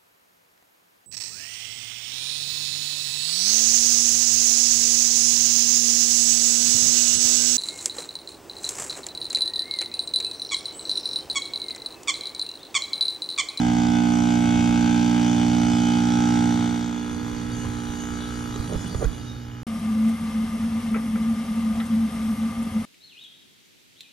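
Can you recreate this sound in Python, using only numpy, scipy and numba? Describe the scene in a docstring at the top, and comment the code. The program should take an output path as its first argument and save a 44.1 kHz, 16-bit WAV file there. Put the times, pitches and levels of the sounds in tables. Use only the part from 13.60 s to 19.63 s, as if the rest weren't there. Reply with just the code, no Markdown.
"""An outdoor heat pump, a step from a hand-held camera. The compressor beats once a shaft turn: the casing hums on
multiples of that rate, a burst-driven valve rattles the shell, and refrigerant noise hisses in puffs.
Fan noise rumbles throughout, the windings beat against the hum, and two low tones drift by.
After three seconds the load falls away and pipes whistle faintly; fingers rub, tick and bump on the camera body."""
import sys
import numpy as np
from scipy import signal
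from scipy.fft import rfft, irfft, next_fast_len
from scipy.io import wavfile
from scipy.ndimage import uniform_filter1d, map_coordinates
from numba import njit

SR = 44100
rng = np.random.default_rng(int(sys.argv[2]) if len(sys.argv) > 2 else 0)


def master(y):
    """Save y as 16-bit WAV."""
    cut = np.clip(np.atleast_2d(y).T, -1, 1)
    pcm = np.round(cut * 32767)  # scale
    wavfile.write(sys.argv[1], SR, pcm.astype(np.int16))


N = 266011
t = np.arange(N) / SR

# Table levels are relative, ahead of the port response.
# compressor load: start_s, load [0-1], hum_db, hiss_db
LOAD_COURSE = [(0, 0.95, -23.5, -44), (1.3, 0.94, -23, -41.5), (2.85, 0.86, -23, -41.5),
               (3.05, 0.79, -25.5, -42.5), (3.3, 0.73, -31, -47.5), (3.6, 0.32, -33.5, -48.5),
               (4.1, 0.24, -34, -47), (4.8, 0.15, -34.5, -47), (5.2, 0.06, -38, -46),
               (5.55, 0.04, -42, -50.5), (5.8, 0, -44, -55), (6.03, 0, -43, -57)]
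# casing hum under load: shaft_multiple, level_db
HUM_LOADED = [(1, -34.5), (2, -9), (3, -4), (4, 2.5), (5, -2.5), (6, -20.5), (7, -24.5), (8, -36), (9, -33),
              (10, -24.5), (11, -31), (12, -19), (13, -17.5), (14, -12.5), (15, -21.5), (16, -28),
              (17, -34.5), (18, -49), (19, -63), (20, -52.5), (21, -35.5), (22, -31), (23, -39.5),
              (24, -30), (25, -25), (26, -27), (27, -30), (28, -56.5), (29, -35), (30, -34), (31, -48),
              (32, -39), (33, -44), (34, -33.5), (35, -36.5), (36, -37), (37, -28), (38, -38), (39, -55.5),
              (40, -32.5), (41, -34), (42, -34), (43, -28.5), (44, -49), (45, -43), (46, -32), (47, -41.5),
              (48, -36), (49, -38.5), (50, -51), (51, -25.5), (52, -39), (53, -32.5), (54, -32), (55, -36),
              (56, -41.5), (57, -29), (58, -30), (59, -42), (60, -29.5), (61, -52), (62, -42), (63, -33),
              (64, -33.5)]
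# casing hum off load: shaft_multiple, level_db
HUM_UNLOADED = [(1, -4.5), (2, -10.5), (3, -10.5), (4, -0.5), (5, -4), (6, -17), (7, -14.5), (8, -15.5),
                (9, -26.5), (10, -28), (11, -36), (12, -29.5), (13, -23.5), (14, -18), (15, -24.5),
                (16, -28.5), (17, -24), (18, -32), (19, -55), (20, -23), (21, -28.5), (22, -18.5),
                (23, -30), (24, -22.5), (25, -29.5), (26, -25), (27, -28), (28, -23), (29, -27), (30, -54),
                (31, -29), (32, -29), (33, -29), (34, -36.5), (35, -38), (36, -29), (37, -28.5), (38, -41),
                (39, -67), (40, -44), (41, -27), (42, -39), (43, -47), (44, -37), (45, -36), (46, -42),
                (47, -46), (48, -38), (49, -29.5), (50, -52), (51, -29), (52, -45), (53, -51), (54, -36),
                (55, -34), (56, -48), (57, -40), (58, -28), (59, -51), (60, -58), (61, -29), (62, -37),
                (63, -30), (64, -40)]
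# shell modes: centre_hz, stage_width_hz, loaded_db, unloaded_db
SHELL_MODES = [(1242, 570, 1.5, 5), (3437, 39, -13.5, -8), (3970, 590, -1, -0.5), (4650, 590, 0, -10),
               (5060, 950, 1.5, -9), (5510, 300, 2, -2.5), (5940, 215, 7.5, 5), (6360, 130, -15, 3),
               (7350, 120, 4, -14.5), (8160, 76, -5, -19)]
# pipe resonances in the gas flow: centre_hz, width_hz, loaded_db, unloaded_db
PIPE_MODES = [(1320, 120, -19, 7), (2940, 125, -4, 11.5), (3230, 57, 4, 8.5), (3448, 66, 9.5, 11),
              (4690, 16, -17, 16.5), (3840, 97, -1.5, 8), (4465, 330, -0.5, 4), (5260, 180, -28, 6.5),
              (5560, 230, -3.5, -8), (6350, 680, -2, 1), (6760, 250, -10, 4.5), (7550, 120, -7, -39),
              (7800, 250, -3, -7), (9170, 112, -9.5, -1), (9730, 730, -24, -11.5), (11900, 600, -19, -19),
              (12700, 790, -29, -17), (13700, 800, -26, -28)]
# gas rush spectrum under load: freq_hz, density_db [dB per Hz]
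RUSH_LOADED = [(410, -37), (700, -7), (839, -4), (1120, -40.5), (1500, -1), (1820, -15), (2720, -4),
               (3140, -15), (4170, -19), (5910, -10.5), (13200, -39), (15400, -68)]
# gas rush spectrum off load: freq_hz, density_db [dB per Hz]
RUSH_UNLOADED = [(410, -37), (700, -7), (828, 0.5), (1120, -11.5), (1300, 0), (2650, -12), (3390, -38),
                 (4930, -17), (6640, -16), (8280, -22.5), (12500, -30), (15400, -55)]
# fan spectrum: freq_hz, density_db [dB per Hz]
FAN_SPECTRUM = [(22, -44), (40, 3), (60, -4.5), (100, 10), (140, -12.5), (220, 0), (400, -20.5), (700, -20),
                (1200, -39.5), (2500, -26)]
# steady high hiss: centre_hz, width_hz, level_db
AIR_BANDS = [(12700, 600, -75), (13500, 3500, -74.5)]
# low drifting tone: start_s, pitch_hz, level_db
DRONE_COURSE = [(0, 79.1, -42), (.6, 86, -41), (1.2, 94, -40.5), (2, 101, -43), (2.8, 98.4, -40),
                (3.6, 99.7, -59), (4, 93.5, -89)]
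# pipe whistles: start_s, length_s, pitch_hz, level_db
PIPE_WHISTLES = [(3.883, 0.087, 3770, -53), (3.913, 0.047, 4600, -48), (5.56, 0.29, 3750, -52.5)]
# finger rubs: start_s, length_s, level_db, first_tilt, last_tilt [dB per octave], end_pitch_factor
FINGER_RUBS = [(4.039, 0.022, -40, -2, 2, .8), (4.95, 0.019, -39.5, -10, -8, 1.02),
               (4.96, 0.61, -37.5, -26, -24, 0.93), (5.095, 0.077, -33.5, -10, -7.5, 1.11),
               (5.39, 0.073, -32.5, -6, -8, 1.0), (5.42, 0.04, -38, -1, 2, 1.33)]
# finger ticks: start_s, peak_db, tilt [dB per octave]
FINGER_TICKS = [(4.961, -26.5, 8), (5.098, -27, -11), (5.134, -28, 9), (5.248, -36, -16),
                (5.347, -23.5, -3.5), (5.426, -23, -9), (5.444, -27.5, 18)]
# bumps on the camera body: start_s, pitch_hz, ring_s [twice the 1/e time], level_db
BODY_BUMPS = [(4.052, 90, 0.11, -29), (4.293, 73, 0.035, -26), (4.999, 88, 0.014, -15),
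              (5.158, 54.6, 0.049, -19.5), (5.354, 73.5, 0.021, -17), (5.444, 91, 0.024, -18),
              (5.456, 44.4, 0.074, -15.5), (5.169, 109.5, 0.017, -21), (5.386, 59, 0.058, -29.5)]
# camera body modes: centre_hz, stage_width_hz, level_db
BODY_MODES = [(415, 200, 7), (496, 330, -15), (944, 150, -0.5), (1166, 140, 4.5), (1517, 73, 2.5),
              (1890, 270, -1.5), (3500, 870, -4), (6660, 840, -3), (151, 150, -7.5)]
# two microphone ports: freq_hz, left_minus_right_db, left_lead_rad, likeness_index [0-1]
PORT_RESPONSE = [(30.2, -22, -0.67, 0.6), (58.7, -9.5, -0.29, 0.86), (110, -1, 0.13, 1),
                 (243, -5.5, -0.42, 0.13), (446, -8, 0.54, 0.7), (710, -10, 2.03, 0.63),
                 (893, -2.5, 1.35, 0.81), (1330, 2, 1.57, 0.61), (2710, 1.5, 0.66, 0.86),
                 (5470, -2.5, -0.92, 0.74), (6130, -5, 1.36, 0.75), (7700, 4.5, 1.63, 0.7),
                 (10400, -4, 1.77, 0.25), (12900, 3.5, -1.86, 0.32)]

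SHAFT_HZ, MAGNETIC_PULL_HZ = 59.48, 120  # pull: twice the mains rate
# ahead of the low swing of the casing
VALVE_LEAD_TURNS, BRIGHT_LEAD_TURNS = 0.13, 0.0594
# pairs: loaded, unloaded
RATTLE_OVER_HISS_DB = (-1, -3.5)
TOP_OVER_HISS_DB, THIN_TOP_HZ = (-2, 6), 8200
WINDING_DB, WINDING_PEAK_S = (-48.5, -39.5), (0.83, 1.06)
# the hiss loses treble over this start and end
DULL_DB_PER_OCTAVE, DULL_FROM_HZ, DULL_S = -8, 5100, (5.55, 5.92)
FAN_DB, FAN_SWELL_DB = -37.5, 3.5
UNDERTONE_RATIO, UNDERTONE_DB = 0.61, -4
TOP_HZ = 15450


def undb(db):
    """Amplitude from dB."""
    return np.exp(np.asarray(db) * np.log(10) / 20)


def unit(x):
    """Scaled to rms 1."""
    return x / np.sqrt(np.mean(x ** 2))


def curves(table):
    """Every column as a line over time."""
    start_s, *columns = np.transpose(table)
    return [np.interp(t, start_s, column) for column in columns]


def over_hz(hz, table, column=1):
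    """A column read on a log-frequency axis."""
    table = np.array(table)
    return np.interp(np.log(hz), np.log(table[:, 0]), table[:, column])


def by_load(pair, load):
    """Between the loaded and the unloaded value."""
    return pair[1] + load * (pair[0] - pair[1])


def walk(rate_hz):
    """Random levels joined smoothly, rate_hz a second; spread near 1."""
    step = int(SR / rate_hz)
    levels = rng.standard_normal(N // step + 2)
    line = np.interp(np.arange(N) / step, np.arange(N // step + 2), levels)
    return 1.09 * uniform_filter1d(line, step)


@njit
def ring_twice(x, hz, width):
    """A steep resonance: two state-variable band-passes with a moving centre, gain 1 there."""
    y, b, l, c, m = np.empty(len(x)), 0., 0., 0., 0.
    for i in range(len(x)):
        g, k = np.pi * hz[i] / SR, width / hz[i]
        g *= 1 + g * g / 3 + g ** 4 * 2 / 15  # tangent series
        r = 1 / (1 + g * (g + k))
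        v = (b + g * (x[i] - l)) * r
        w = (c + g * (k * v - m)) * r
        b, l, c, m, y[i] = 2 * v - b, l + 2 * g * v, 2 * w - c, m + 2 * g * w, k * w
    return y


def band(hz, width_hz, drift=0):
    """Two unrelated noises through one steep resonance; power follows the width."""
    centre_hz = hz * (1 + drift + 0 * t)
    return np.array([ring_twice(rng.standard_normal(N), centre_hz, 1.58 * width_hz) for _ in range(2)])


def casing(load):
    """Multiples of the shaft rate in the phases of a ring after one push; high ones waver more, unlike at each port."""
    order, loaded_db = np.transpose(HUM_LOADED)
    unloaded_db = np.transpose(HUM_UNLOADED)[1]
    # minimum phase from the folded cepstrum
    cepstrum = irfft(np.log(undb(np.r_[-30, loaded_db, -42 * np.ones(64)])))
    cepstrum[1:128] *= 2
    cepstrum[129:] = 0
    phases = rfft(cepstrum).imag[1:][:len(order)]
    phases = phases + 2 * np.pi * BRIGHT_LEAD_TURNS * np.maximum(order - 7, 0)
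    # the shell spreads the push in time: high multiples lose step
    phases = phases + np.clip((order - 18) / 20, 0, 1) * 0.45 * rng.standard_normal(len(order))
    turn_rad = 2 * np.pi * SHAFT_HZ * t + 0.0055 * walk(7.6)
    # strokes differ: the bright end swells and sags within a few turns
    stroke_db = 1.28 * walk(45)
    hum = np.zeros((2, N))
    for k, full_db, idle_db, phase in zip(order, loaded_db, unloaded_db, phases):
        waver = walk(3.008)
        phase = phase + 0.0015 * k * stroke_db + min((k / 60) ** 3, 0.8) * np.roll(waver, N // 2)
        # bright multiples fall away first as the load drops
        level_db = idle_db + load ** min(1 + k / 6, 3.2) * (full_db - idle_db)
        level_db = level_db + min(0.12 + (k / 13) ** 2, 3.5) * waver + min(k / 35, 1) * stroke_db
        line = -undb(level_db) * np.cos(k * turn_rad + phase)
        hum[0] += line
        hum[1] += min((k / 14) ** 2, 1.2) * line * waver[::-1]
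    return np.sqrt(2) * hum


def valve(load):
    """Nearly the same burst of rattle every turn rings the shell; it limps strong-weak for a while as load falls."""
    count, size = int(N / SR * SHAFT_HZ) + 3, int(SR / SHAFT_HZ)
    keep = 0.85  # likeness of one burst to the next
    noise = rng.standard_normal((count + 60, size))
    bursts = signal.lfilter([np.sqrt(1 - keep ** 2)], [1, -keep], noise, axis=0)[60:]
    phase = np.arange(size) / size
    bursts = bursts * (0.26 + np.exp(-phase / 0.35) + 1.04 * np.exp(-phase / 0.03))
    turn = SHAFT_HZ * t + VALVE_LEAD_TURNS
    limp = 1 + 0.22 * np.exp(-((t - 4.17) / 0.088) ** 2) * (-1) ** turn.astype(int)
    rattle = limp * map_coordinates(bursts, [turn // 1, turn % 1 * size], order=3, mode="nearest")
    rings = 0
    for hz, width_hz, loaded_db, unloaded_db in SHELL_MODES:
        level_db = by_load((loaded_db, unloaded_db), load) + 1.5 * walk(15)
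        rings = rings + undb(level_db) * ring_twice(rattle, hz + 0 * t, 1. * width_hz)
    return rings / np.sqrt(np.mean(rings[:2 * SR] ** 2))


def dull(hz):
    """Loss in dB of a band of the hiss over time."""
    return DULL_DB_PER_OCTAVE * max(np.log2(hz / DULL_FROM_HZ), 0) * np.interp(t, DULL_S, [0, 1])


def gas(load, top_db):
    """Refrigerant hiss: a broad rush and pipe resonances that flicker, both puffing once a turn."""
    phase = (SHAFT_HZ * t + VALVE_LEAD_TURNS) % 1
    puff = 1 + (0.37 + 1.63 * load) * np.exp(-phase / 0.42)
    puff = uniform_filter1d(puff, size=40)  # each puff swells in over about a millisecond
    rush, pipes = 0, 0
    for hz in 900 * 2 ** np.arange(0, 4.2, 1 / 3):
        level_db = by_load((over_hz(hz, RUSH_LOADED), over_hz(hz, RUSH_UNLOADED)), load)
        level_db = level_db + 0.41 * walk(9) + dull(hz) + top_db * (hz > THIN_TOP_HZ)
        rush = rush + undb(level_db) * band(hz, hz / 4)
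    for hz, width_hz, loaded_db, unloaded_db in PIPE_MODES:
        level_db = by_load((loaded_db, unloaded_db), load) + (3.8 - 2.1 * load) * walk(18)
        level_db = level_db + dull(hz) + top_db * (hz > THIN_TOP_HZ)
        pipes = pipes + undb(level_db) * band(hz, width_hz, 0.0098 * walk(4.26))
    return puff * (unit(rush) * undb(-6.5) + unit(pipes) * undb(-3.5))


def fan():
    """Low rush of air through the grille, each band flickering alone."""
    rush = 0
    for hz in 22 * 2 ** np.arange(0, 7, 0.5):
        rush = rush + undb(over_hz(hz, FAN_SPECTRUM) + 0.5 * walk(3.7)) * band(hz, hz / 3)
    return unit(rush)


def air():
    """Steady high hiss: fixed bands of noise."""
    return sum(undb(db) * unit(band(hz, width_hz)) for hz, width_hz, db in AIR_BANDS)


def windings(load):
    """The motor pulls at twice the mains rate and beats once a second with the second multiple of the shaft."""
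    beat_hz = MAGNETIC_PULL_HZ - 2 * SHAFT_HZ
    beat_rad = 2 * np.pi * beat_hz * (t - by_load(WINDING_PEAK_S, load))
    return np.sqrt(2) * np.sin(4 * np.pi * SHAFT_HZ * t + beat_rad + 0.1 * walk(4.3))


def drone():
    """Two low wavering tones, perhaps a far engine, that climb and sink away."""
    pitch_hz, level_db = curves(DRONE_COURSE)
    turn_rad = 2 * np.pi * np.cumsum(pitch_hz * (1 + 0.016 * walk(6.3))) / SR
    upper = undb(4.6 * walk(3.6)) * np.sin(turn_rad)
    under = undb(UNDERTONE_DB + 3.3 * walk(2.7)) * np.sin(UNDERTONE_RATIO * turn_rad)
    return np.sqrt(2) * undb(level_db) * (upper + under)


def whistles():
    """Pipes whistle for a moment: narrow noise that swells and fades."""
    out = np.zeros(N)
    for start_s, length_s, hz, db in PIPE_WHISTLES:
        n = int(length_s * SR)
        tone = unit(ring_twice(rng.standard_normal(n), hz + np.zeros(n), 110.0))
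        out[int(start_s * SR):][:n] += undb(db) * np.hanning(n) ** 0.5 * tone
    return out


def body(push, tilt_db, glide=1):
    """The camera body rings; a brighter touch favours the upper modes."""
    out = 0
    for hz, width_hz, db in BODY_MODES:
        level_db = db + tilt_db * np.log2(hz / BODY_MODES[0][0])
        out = out + undb(level_db) * ring_twice(push, hz * glide + 0 * push, 1. * width_hz)
    return out


def fingers():
    """Rubs are dense slips and ticks single slips into the body; bumps are short low swings."""
    out = np.zeros(N + SR)
    u = np.arange(SR * 3 // 5) / SR
    for start_s, length_s, db, first_tilt, last_tilt, end_factor in FINGER_RUBS:
        slips = np.where(rng.random(len(u)) < 0.025, rng.standard_normal(len(u)), 0)
        slips = slips * np.sin(np.pi * np.minimum(u / length_s, 1))
        tilt_db = np.interp(u, [0, length_s], [first_tilt, last_tilt])
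        glide = np.interp(u, [0, length_s], [1, end_factor])
        rub = body(uniform_filter1d(slips, size=12), tilt_db, glide)
        rms = np.sqrt(np.sum(rub ** 2) / SR / length_s)
        out[int(start_s * SR):][:len(u)] += undb(db) * rub / rms
    for start_s, db, tilt_db in FINGER_TICKS:
        snap = body(u * np.exp(-u / 0.00005), tilt_db)
        out[int(start_s * SR):][:len(u)] -= undb(db) * snap / np.abs(snap).max()
    for start_s, hz, ring_s, db in BODY_BUMPS:
        swing = np.sin(2 * np.pi * hz * u) * np.exp(-(2 * u / ring_s) ** 2)
        out[int(start_s * SR):][:len(u)] -= undb(db) * swing
    return out[:N]


def ports(common, apart):
    """Each port hears its own level and phase; unlike parts of the noise come from the second draw."""
    size = next_fast_len(N + SR)
    hz = np.maximum(np.arange(size // 2 + 1) * SR / size, 1)
    # half the level and phase difference to each side
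    tilt = undb(over_hz(hz, PORT_RESPONSE) / 2) * np.exp(0.5j * over_hz(hz, PORT_RESPONSE, column=2))
    likeness = np.clip(over_hz(hz, PORT_RESPONSE, column=3), 0.05, 1)
    unlike = np.sqrt(1 / likeness ** 0.5 - 1)
    same, different = rfft(common, size), unlike * rfft(apart, size)
    mid = (tilt + 1 / tilt) / 2
    scale = 1 / np.maximum(abs(mid), 0.6)  # steadies the sum of the ports
    left, right = (same + different) * tilt, (same - different) / tilt
    return irfft(np.array([left, right]) * scale, size)[:, :N]


def scene():
    """Wide noise and hum plus centred sources, heard at two ports."""
    load, hum_db, hiss_db = curves(LOAD_COURSE)
    load = np.clip(load, 0, 1)
    hiss = undb(hiss_db) * gas(load, by_load(TOP_OVER_HISS_DB, load))
    rumble = undb(FAN_DB + FAN_SWELL_DB * walk(5)) * fan()
    wide = hiss + rumble + undb(hum_db) * casing(load) + air()
    rattle = undb(hiss_db + by_load(RATTLE_OVER_HISS_DB, load)) * valve(load)
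    pull = undb(by_load(WINDING_DB, load)) * windings(load)
    centred = rattle + pull + drone() + whistles() + fingers()
    return ports(centred + wide[0], wide[1])


def record(dry):
    """The microphones fade above 14 kHz and the camera cuts the top steeply."""
    soft = signal.sosfilt(signal.butter(2, 14600, fs=SR, output="sos"), dry)
    return signal.sosfilt(signal.ellip(10, 0.2, 70, TOP_HZ, fs=SR, output="sos"), soft)


dry = scene()
out = record(dry)
master(out)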